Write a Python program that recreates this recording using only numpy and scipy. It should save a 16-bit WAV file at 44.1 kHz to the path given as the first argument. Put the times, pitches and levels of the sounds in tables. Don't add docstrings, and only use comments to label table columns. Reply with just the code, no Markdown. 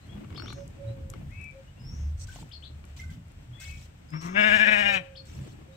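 import sys
import numpy as np
from scipy import signal
from scipy.fft import rfft, irfft
from scipy.io import wavfile
from scipy.ndimage import uniform_filter1d, minimum_filter1d

SR = 44100
rng = np.random.default_rng(int(sys.argv[2]) if len(sys.argv) > 2 else 0)


def unload_audio(sound):
    columns = np.transpose(np.atleast_2d(sound))
    steps = np.round(np.clip(columns, -1, 1) * 32767)
    wavfile.write(sys.argv[1], SR, steps.astype(np.int16))


N = 254012
T = np.arange(N) / SR
FREQS = np.maximum(np.arange(2049) * SR / 4096, 1)
MOUTH_OPENS_S, MOUTH_SHUTS_S = 4.335, 4.972


def undb(db):
    return 10 ** (np.asarray(db) / 20)


def unit(x):
    return x / np.sqrt(np.mean(x ** 2))


def pan(db):
    return undb(np.array([[db], [-db]]) / 2)


def curve(rows):
    s, *columns = np.transpose(rows)
    return [np.interp(T, s, c) for c in columns]


def envelope(start, end, attack_s, release_s):
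    attack = np.sin(np.pi / 2 * np.clip((T - start) / attack_s, 0, 1)) ** 2
    return attack * np.exp(-np.maximum(T - end, 0) / release_s)


def swell(s, half_length):
    return np.exp(-((T - s) / half_length) ** 2)


def walk(rate, size=N):
    hold = max(int(SR / rate), 1)
    steps = np.repeat(rng.standard_normal(size // hold + 1), hold)
    return unit(uniform_filter1d(uniform_filter1d(steps, hold), hold)[:size])


def causal(gain):
    cepstrum = irfft(np.log(gain))
    half = len(cepstrum) // 2
    return np.exp(rfft(np.r_[cepstrum[0], 2 * cepstrum[1:half], np.zeros(half)]))


def colour(x, eq):
    hz, db = np.transpose(eq)
    gain = undb(np.interp(np.log(FREQS), np.log(hz), db))
    response = irfft(causal(gain))
    return np.apply_along_axis(lambda v: signal.oaconvolve(v, response)[:len(v)], -1, x)


def noise(eq, side_db=0, pan_db=0):
    mid, side = colour(rng.standard_normal((2, N)), eq)
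    side = side * undb(side_db)
    return unit(np.array([mid + side, mid - side]) * pan(pan_db))


def glide(s, shape, scale, db, bend):
    at, hz, shape_db = np.transpose(shape)
    on = np.flatnonzero((T > s + at[0]) & (T < s + at[-1]))
    phase = 2 * np.pi * np.cumsum(scale * np.interp(T[on] - s, at, hz) * bend[on]) / SR
    note = np.zeros(N)
    note[on] = np.sqrt(2) * np.sin(phase) * undb(db + np.interp(T[on] - s, at, shape_db))
    return note


def yard(x, t60):
    t = T[:SR // 2]
    echoes = rng.standard_normal((2, len(t))) * np.exp(rng.standard_normal((2, len(t))))
    echoes = echoes * undb(-60 * t / t60) * np.clip(t / .0073 - .5, 0, 1)
    echoes /= np.sqrt(np.sum(echoes ** 2, axis=1, keepdims=True))
    return signal.fftconvolve(np.atleast_2d(x), echoes, axes=1)[:, :N]


def among_walls(x, direct_db=-4, walls_db=-5, yard_db=-8):
    # (frequency [Hz], gain [dB])
    scatter_eq = [(600, -16), (1600, 0)]
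    echoes = undb(walls_db) * yard(x, t60=.13) + undb(yard_db) * yard(x, t60=.27)
    return undb(direct_db) * x + colour(echoes, scatter_eq)


def taps(hits, eq, decay_s, gain_db, pan_db, yard_db=-14):
    force = np.zeros(N)
    for s, db in hits:
        start = int(s * SR)
        age = T[:min(SR // 8, N - start)]
        force[start:start + len(age)] += undb(db + gain_db) * np.exp(-age / decay_s)
    direct = force * noise(eq, pan_db=pan_db)
    return direct + undb(yard_db) * yard(direct, t60=.091)


def air(level_db=-59.5, flicker_db=1.03):
    # (frequency [Hz], gain [dB])
    air_eq = [(120, -32), (200, -10.5), (430, -13), (596, -10.5), (1170, -16.5), (1350, -15), (2900, -17.5),
              (4580, -26), (7220, -26.5), (7900, -23), (8820, -28), (9480, -75), (11200, -33.5),
              (15500, -38)]
    return noise(air_eq, side_db=2, pan_db=4) * undb(level_db + flicker_db * walk(22))


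def handling(floor_db=-47.5, unrest_db=2, trim_db=-3.5):
    # (frequency [Hz], gain [dB])
    rumble_eq = [(20, -36.5), (45, -1.5), (58, -17.5), (74, 2), (100, -7), (130, -12.5), (300, -69.5)]
    # (time [s], half length [s], level [dB])
    grips = [(0.497, 0.47, -48), (1.213, 0.19, -40), (2.136, 0.23, -37.5), (2.948, 0.31, -50.5),
             (3.714, 0.13, -46.5), (5.382, .1, -54)]
    # (time [s], half length [s], pitch [Hz], level [dB])
    throbs = [(.18, 0.061, 206, -42.5), (0.891, 0.05, 114, -33.5), (2.049, 0.11, 72.8, -32),
              (2.236, 0.022, 82, -45), (3.077, 0.04, 80, -38.5), (3.515, 0.043, 121.5, -40),
              (5.391, 0.13, 70.6, -48)]
    grip = undb(floor_db) + sum(undb(db) * swell(s, half) for s, half, db in grips)
    rumble = noise(rumble_eq, side_db=-21) * grip * undb(unrest_db * walk(12) + trim_db)
    casing = sum(np.sqrt(2) * undb(db) * swell(s, half) * np.sin(2 * np.pi * hz * (T - s))
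                 for s, half, hz, db in throbs)
    return rumble + casing


def bodies(bump_floor_db=-54, rustle_floor_db=-65.5, unrest_db=2, crumple_db=3.5, trim_db=-1):
    # (time [s], half length [s], bump [dB], rustle [dB])
    moves = [(0.166, 0.065, -42.5, -49), (.43, 0.22, -47, -49.5), (1.019, 0.23, -47, -57.5),
             (1.23, 0.074, -45, -58.5), (1.917, .12, -50, -60.5), (2.419, 0.055, -46, -57.5),
             (2.733, 0.14, -60, -65.5), (3.093, 0.091, -49, -79), (3.725, 0.056, -56, -81),
             (5.427, 0.092, -50.5, -50), (5.63, 0.06, -58.5, -57.5)]
    # (frequency [Hz], gain [dB])
    bump_eq = [(60, -40.5), (100, 0), (125, 7.5), (200, -2.5), (290, -13), (500, -52)]
    cloth_eq = [(150, -15), (280, 10.5), (500, -2), (1200, -12), (2800, -14.5), (5000, -39.5), (12000, -55)]
    bump, rustle = undb(bump_floor_db), undb(rustle_floor_db)
    for s, half, bump_db, rustle_db in moves:
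        motion = swell(s, half)
        bump, rustle = bump + undb(bump_db) * motion, rustle + undb(rustle_db) * motion
    bumps = noise(bump_eq, side_db=-15.5) * bump * undb(unrest_db * walk(14) + trim_db)
    cloth = noise(cloth_eq, side_db=.5, pan_db=3.5) * rustle * undb(crumple_db * walk(70) + trim_db)
    return bumps + cloth


def birds(waver=.0092, buzz_depth=.12, buzz_hz=130, cheep_after_s=.113):
    # (time into the call [s], pitch [Hz], level [dB])
    peep = [(0, 3210, -14), (.015, 3435, 5), (0.046, 3580, 0.5), (.07, 3380, -25)]
    chirp = [(0, 2600, -10), (.005, 3150, 3.5), (.01, 3600, 2), (.014, 5250, -4), (.018, 5050, -3),
             (.024, 4350, 7), (.031, 4300, 6), (.036, 4280, -6)]
    cheep = [(0, 2710, -8), (.007, 3115, -12.5), (.015, 3300, -4), (.022, 4460, -23.5), (.029, 4050, -10),
             (.039, 3600, -12)]
    mew = [(0, 1700, -22), (.035, 2170, -8), (.1, 2330, -3), (.18, 2360, 0), (.22, 2330, -4),
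           (.26, 2320, -20)]
    mew_upper = [(.015, 2250, -22), (.04, 2530, -7), (.11, 2615, 0), (.18, 2560, -2), (.22, 2390, -12)]
    whistle = [(0, 5000, -13), (.04, 5200, -11.5), (.08, 5480, -1.5), (.12, 5615, -8.5), (0.158, 5760, -5)]
    buzz = [(.11, 5900, -11.5), (.16, 6200, -15), (.22, 6150, -11), (.31, 5700, -23)]
    # (time [s], pitch scale [ratio], level [dB])
    peep_cues = [(0, 1.17, -71.5), (.082, .95, -61), (.86, 1.14, -68), (1.658, 0.84, -70), (1.76, .8, -68),
                 (3.523, 0.97, -59.5), (5.714, 1.1, -71)]
    mew_cues = [(1.286, 0.99, -49), (3.554, .96, -51.5)]
    # (time [s], pitch scale [ratio], level [dB], notes [count])
    sparrow_cues = [(.355, 1.02, -48.5, 2), (2.512, .995, -49.5, 2), (5.151, 1.01, -51, 1)]
    # (time [s], level [dB])
    whistle_cues = [(0.343, -48.5), (1.796, -49), (4.088, -46)]
    wobble = 1 + waver * walk(200)
    trill = 1 + buzz_depth * np.sin(2 * np.pi * buzz_hz * T + walk(150))
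    calls = sum(glide(s, peep, scale, db, wobble) for s, scale, db in peep_cues)
    for s, scale, db, notes in sparrow_cues:
        calls += glide(s, chirp, scale, db, wobble)
        if notes == 2:
            calls += glide(s + cheep_after_s, cheep, scale * 1.065, db + 10.5, wobble)
    for s, scale, db in mew_cues:
        calls += glide(s, mew, scale, db, wobble) + glide(s, mew_upper, 1, db - 1, wobble)
    whistles = sum(glide(s, whistle, 1, db, wobble) + glide(s, buzz, .97, db, trill)
                   for s, db in whistle_cues)
    return calls * pan(11) + whistles * pan(3)


def dove(waver=.0083, long_after_s=.219):
    # (time into the note [s], pitch [Hz], level [dB])
    coo = [(0, 548, -22), (.04, 560, 0), (.085, 563, 0), (.125, 555, -22)]
    long_coo = [(0, 548, -22), (.05, 556, 0), (.13, 556, 0), (.21, 543, -9), (.37, 536, -14),
                (.46, 520, -28)]
    # (time [s], pitch scale [ratio], level [dB], left minus right [dB], notes [count])
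    cues = [(.545, 1, -43.5, -15.5, 2), (1.52, .96, -45, 5, 1), (4.624, 1, -40.5, -11.5, 2),
            (5.66, .95, -55, -13, 1)]
    wobble = 1 + waver * walk(270)
    song = np.zeros((2, N))
    for s, scale, db, pan_db, notes in cues:
        song += glide(s, coo, scale, db, wobble) * pan(pan_db)
        if notes == 2:
            song += glide(s + long_after_s, long_coo, scale, db, wobble) * pan(pan_db)
    return song


def ticks(faint_count=14, faint_db=-63, spread_db=2):
    # (time [s], level [dB])
    sharp = [(.0695, -61), (.5312, -47.5), (.6782, -49), (1.1008, -38.5), (1.4144, -56), (1.4423, -53.5),
             (2.4936, -59), (2.8525, -53.5), (4.1043, -52.5)]
    # (frequency [Hz], gain [dB])
    tick_eq = [(1000, -17), (3500, -11), (5500, 0.5), (7800, 7.5), (9600, -0.5), (11500, 1.5), (15500, -26)]
    faint = [(rng.uniform(0, T[-1]), faint_db + spread_db * rng.standard_normal())
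             for _ in range(faint_count)]
    return taps(sharp + faint, tick_eq, decay_s=.0018, gain_db=3, pan_db=2)


def sandal(slip_every_s=.022, scatter_s=.0005, attack_s=.002, sole_db=-3, grit_db=-11, yard_db=-12):
    # (time [s], length [s], slip level [dB])
    creaks = [(0.131, .03, -50), (0.245, .01, -37), (0.304, .05, -37), (.377, .05, -29.5),
              (0.459, .075, -29.5), (.583, .03, -43), (1.137, .01, -28.5), (2.841, .01, -39),
              (5.389, .01, -39)]
    # (frequency [Hz], decay [s], level [dB])
    modes = [(367, 0.0065, -15), (1153, 0.0055, -13.5), (1250, 0.0029, -11), (1690, 0.00081, -7),
             (2280, 0.0042, -13), (2870, 0.0013, -4)]
    # (frequency [Hz], gain [dB])
    scuff_eq = [(150, -3), (400, -6), (700, 6), (1150, 4.5), (1450, 17.5), (1750, -26), (2050, 6),
                (2450, -30), (3300, 2.5), (8000, -16), (15000, -23)]
    slips = [(s + after + scatter_s * rng.standard_normal() * (after > 0), db)
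             for s, length, db in creaks for after in np.arange(0, length, slip_every_s)]
    sole = np.zeros(N)
    hz, ring_s, mode_db = np.transpose(modes)[:, :, None]
    for s, db in slips:
        start = int(s * SR)
        age = T[:min(SR // 20, N - start)]
        detune, weight = rng.standard_normal((2, len(modes), 1))
        tones = np.sin(2 * np.pi * hz * (1 + .022 * detune) * age)
        ring = np.sum(undb(mode_db + 2 * weight) * np.exp(-age / ring_s) * tones, axis=0)
        sole[start:start + len(age)] += undb(db + sole_db) * ring * np.clip(age / attack_s, 0, 1)
    grit = taps(slips, scuff_eq, decay_s=.003, gain_db=grit_db, pan_db=5)
    return sole * pan(10) + undb(yard_db) * yard(sole, t60=.17) + grit


def squeaks(waver=.0067):
    # (time into the note [s], pitch [Hz], level [dB])
    pip = [(0, 2136, -13), (.008, 2170, 2), (0.016, 2130, -6.5), (.03, 2040, -44)]
    # (time [s], pitch scale [ratio], level [dB], left minus right [dB])
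    cues = [(2.284, .7, -43.5, 6), (2.993, 0.97, -39.5, -2), (3.032, 0.7, -52, 4), (3.087, .95, -52.5, -6),
            (3.09, .72, -56, 3), (3.61, 0.72, -50.5, 1)]
    wobble = 1 + waver * walk(200)
    return sum(glide(s, pip, scale, db, wobble) * pan(pan_db) for s, scale, db, pan_db in cues)


def can(level_db=-48.5, sizzle_db=2):
    # (frequency [Hz], gain [dB])
    steel_eq = [(1500, -31), (3700, -15), (4400, -3), (5000, -11), (5900, 4.5), (6500, -6), (7200, -5),
                (8300, 1), (9500, -29), (15000, -22)]
    graze = envelope(2.165, 2.24, attack_s=.055, release_s=.0095)
    return noise(steel_eq, pan_db=-2.5) * graze * undb(level_db + sizzle_db * walk(360))


def milking(spatter_db=1, splutter_db=1.3, ring_s=.0039):
    # (time [s], length [s], level [dB], fall over the jet [dB])
    squirts = [(2.267, 0.14, -52.5, -0.5), (2.961, 0.086, -51.5, 6.5), (3.098, 0.028, -60, -2),
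               (3.596, 0.26, -47, 12.5), (4.207, 0.069, -51, 1), (5.249, 0.26, -58.5, 0)]
    # (frequency [Hz], gain [dB])
    milk_eq = [(400, -12), (1500, -4), (3000, 4.5), (4500, 0.5), (6000, 1.5), (8300, 1.5), (9600, -17),
               (12000, -9), (15500, -20.5)]
    # (time [s], pitch [Hz], level [dB])
    plops = [(2.343, 950, -60), (2.36, 724, -45.5), (2.365, 1060, -54), (2.388, 864, -51),
             (2.428, 890, -48.5), (2.441, 590, -56)]
    flow, froth, bubbles = np.zeros(N), np.zeros((2, N)), np.zeros(N)
    for s, length, db, fall_db in squirts:
        squeeze = envelope(s, s + length, attack_s=.007, release_s=.028)
        flow += squeeze * undb(db - fall_db * np.clip((T - s) / length, 0, 1))
    hiss = noise(milk_eq, pan_db=2.5)
    edges_hz = np.geomspace(500, 16000, 13)
    for band in zip(edges_hz, edges_hz[1:]):
        bandpass = signal.butter(2, band, "bandpass", fs=SR, output="sos")
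        froth += signal.sosfilt(bandpass, hiss) * undb(1.5 * walk(160))
    for s, hz, db in plops:
        age = np.maximum(T - s, 0)
        bubbles += 2 * undb(db) * np.sin(2 * np.pi * hz * age) * np.exp(-age / ring_s)
    return unit(froth * undb(spatter_db * walk(900) + splutter_db * walk(60))) * flow + bubbles


def effort(voice_db=-17.5, hum_db=-31.5, leak_db=-14, tires_s=4.66, hum_lingers_s=.038):
    # (time [s], length [s], hum [dB], friction [dB])
    grunts = [(4.105, 0.045, -31, -43), (4.204, 0.18, -36, -44)]
    tired_s = np.maximum(T - tires_s, 0)
    mouth = envelope(MOUTH_OPENS_S, MOUTH_SHUTS_S, attack_s=.058, release_s=.014)
    hum = envelope(MOUTH_OPENS_S, MOUTH_SHUTS_S + hum_lingers_s, attack_s=.058, release_s=.014)
    mouth *= undb(voice_db - 17 * tired_s)
    hum *= undb(hum_db - 31.5 * tired_s)
    friction = np.zeros(N)
    for s, length, push_db, friction_db in grunts:
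        push = envelope(s, s + length, attack_s=.051, release_s=.037)
        hum = np.maximum(hum, undb(push_db) * push)
        mouth += undb(push_db + leak_db) * push
        friction += undb(friction_db) * push
    return mouth, hum, friction


def vocal_tract(hz, phase, flutter_db=3, smear_s_per_khz=.0009):
    # (frequency [Hz], width [Hz], level [dB])
    formants = [(633, 93, -9.5), (773, 158, -6.5), (1060, 110, -19.5), (1220, 150, -36.5), (1540, 300, -10),
                (1749, 189, 7), (2114, 290, -10.5), (2353, 207, 0.5), (2488, 77, 0.5), (2830, 194, 0),
                (3040, 110, -8), (3360, 180, -16), (3717, 255, -12.5), (5400, 175, -22)]
    # (time [s], formant scale [ratio], brightness [dB per octave])
    jaw = [(4.33, 0.94, -8.5), (4.42, 0.96, -5), (4.54, 0.98, -5.5), (4.68, 1.01, -1), (4.76, 1, -5),
           (4.88, 1, -5), (4.97, 1.03, -6)]
    # (time [s], gain [dB])
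    opening = [(4.35, -7.5), (4.45, -5.5), (4.54, -2.5), (4.69, 3), (4.76, -2.5), (4.88, -4.5), (4.97, -13)]
    peaks = sum(undb(db) / (1 + (2 * (FREQS - f) / width) ** 2) ** 1.25 for f, width, db in formants)
    smear = np.exp(-1j * np.pi * smear_s_per_khz * FREQS ** 2 / 1000)
    throat = causal(peaks + undb(-94)) * smear
    on = hz > 0
    scale, bright_db, open_db = (lane[on] for lane in curve(jaw) + curve(opening))
    voice = np.zeros(N)
    for k in range(2, 44):
        scaled_hz = k * hz[on] / scale
        tilt_db = bright_db * np.clip(np.log2(scaled_hz / 2000), -.5, .5)
        lift_db = open_db * np.exp(-((scaled_hz - 1700) / 250) ** 2)
        flutter = np.clip(walk(70, size=len(scaled_hz)), -1.6, 1.6) * min(k / 13, 1)
        harmonic = (np.interp(scaled_hz, FREQS, throat) * np.exp(1j * k * phase[on])).real
        voice[on] += undb(tilt_db + lift_db + flutter_db * flutter) * harmonic
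    voice[on] = unit(voice[on])
    return voice


def larynx(jitter=.003, shimmer_db=1.4, rasp_db=-20, rasp_build_s=.15, octave_db=-14, push_db=1):
    # (time [s], pitch [Hz])
    arch = [(4.11, 152.5), (4.2, 159.4), (4.325, 184.9), (4.38, 208.9), (4.47, 215.3), (4.66, 214.6),
            (4.82, 207), (4.95, 195.8), (5.05, 152.2)]
    # (time [s], half length [s], pitch drop [Hz], level drop [dB])
    catches = [(4.425, .016, 7, 1), (4.505, .02, 11, 2), (4.583, .018, 15, 7), (4.659, .014, 13, 6),
               (4.707, .008, 4, 6), (4.765, .02, 7, 3), (4.835, .014, 7, 2), (4.92, .014, 1, 4)]
    # (frequency [Hz], gain [dB])
    rasp_eq = [(300, -18), (600, -16), (900, -2), (1150, -1), (1700, 0), (2900, 6), (3400, 1), (4300, -8),
               (5500, -10.5), (8200, -11.5), (9500, -22.5), (11500, -17), (15500, -33)]
    grunt_eq = [(300, -5.5), (700, -16.5), (1200, 0.5), (1600, -17.5), (2100, -8.5), (2700, -34),
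                (3400, -21), (4500, -40), (12000, -46)]
    hz, dip_db = curve(arch)[0], 0
    for s, half, drop_hz, drop_db in catches:
        catch = swell(s, half)
        hz, dip_db = hz - drop_hz * catch, dip_db - drop_db * catch
    phase = 2 * np.pi * np.cumsum(hz * (1 + jitter * walk(400))) / SR
    calling = (T > arch[0][0]) & (T < arch[-1][0])
    voice = vocal_tract(hz * calling, phase)
    rush = unit(rng.standard_normal(N) * (1 + .4 * np.cos(phase)))
    last_push = swell(4.952, .023)
    rasp = unit(colour(rush, rasp_eq)) * undb(rasp_db + 3.5 * last_push + 2 * walk(45))
    rasp *= np.clip((T - MOUTH_OPENS_S) / rasp_build_s, 0, 1)
    voice *= undb(shimmer_db * np.tanh(walk(250)) + dip_db)
    hum = np.sqrt(2) * (np.cos(phase) + undb(octave_db) * np.cos(2 * phase))
    mouth_gain, hum_gain, friction_gain = effort()
    mouth = (voice + rasp) * mouth_gain * undb(push_db * last_push)
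    nose = hum * hum_gain * undb(dip_db + .7 * walk(90))
    grunt = unit(colour(rush, grunt_eq)) * friction_gain * undb(2 * walk(120))
    return mouth + nose + grunt


def sheep(close_db=3, yard_db=-22, lag_s=.00009, allpass_hz=400):
    # (delay [s], level [dB])
    reflections = [(.0031, -19), (.0074, -17), (.0128, -19), (.021, -21)]
    # (frequency [Hz], gain [dB])
    shade_eq = [(100, -13), (210, -2), (400, -5.5), (680, -4), (1290, -8), (1700, -12.5), (2800, -12),
                (3300, -17.5), (4400, -9), (8000, 0.5), (15000, -15)]
    voice = larynx()
    near = voice + sum(undb(db) * np.interp(T - delay, T, voice) for delay, db in reflections)
    turn = np.tan(np.pi * allpass_hz / SR)
    pole = (1 - turn) / (1 + turn)
    shaded = signal.lfilter([-pole, 1], [1, -pole], colour(near, shade_eq))
    far = np.interp(T - lag_s, T, shaded)
    ring = yard(near, t60=.5) * pan(10)
    return undb(close_db) * np.array([near, far]) + undb(yard_db) * ring


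def scene():
    calls = among_walls(birds() + dove() + squeaks())
    return sheep() + calls + milking() + can() + sandal() + ticks() + handling() + bodies() + air()


def record(dry, ceiling=.66, reaction_s=.012, top_hz=15700):
    size = int(reaction_s * SR)
    allowed = ceiling / np.maximum(np.abs(dry).max(axis=0), ceiling)
    gain = uniform_filter1d(minimum_filter1d(allowed, 2 * size), size)
    return signal.sosfilt(signal.ellip(10, .2, 80, top_hz, fs=SR, output="sos"), dry * gain)


dry = scene()
out = record(dry)
unload_audio(out)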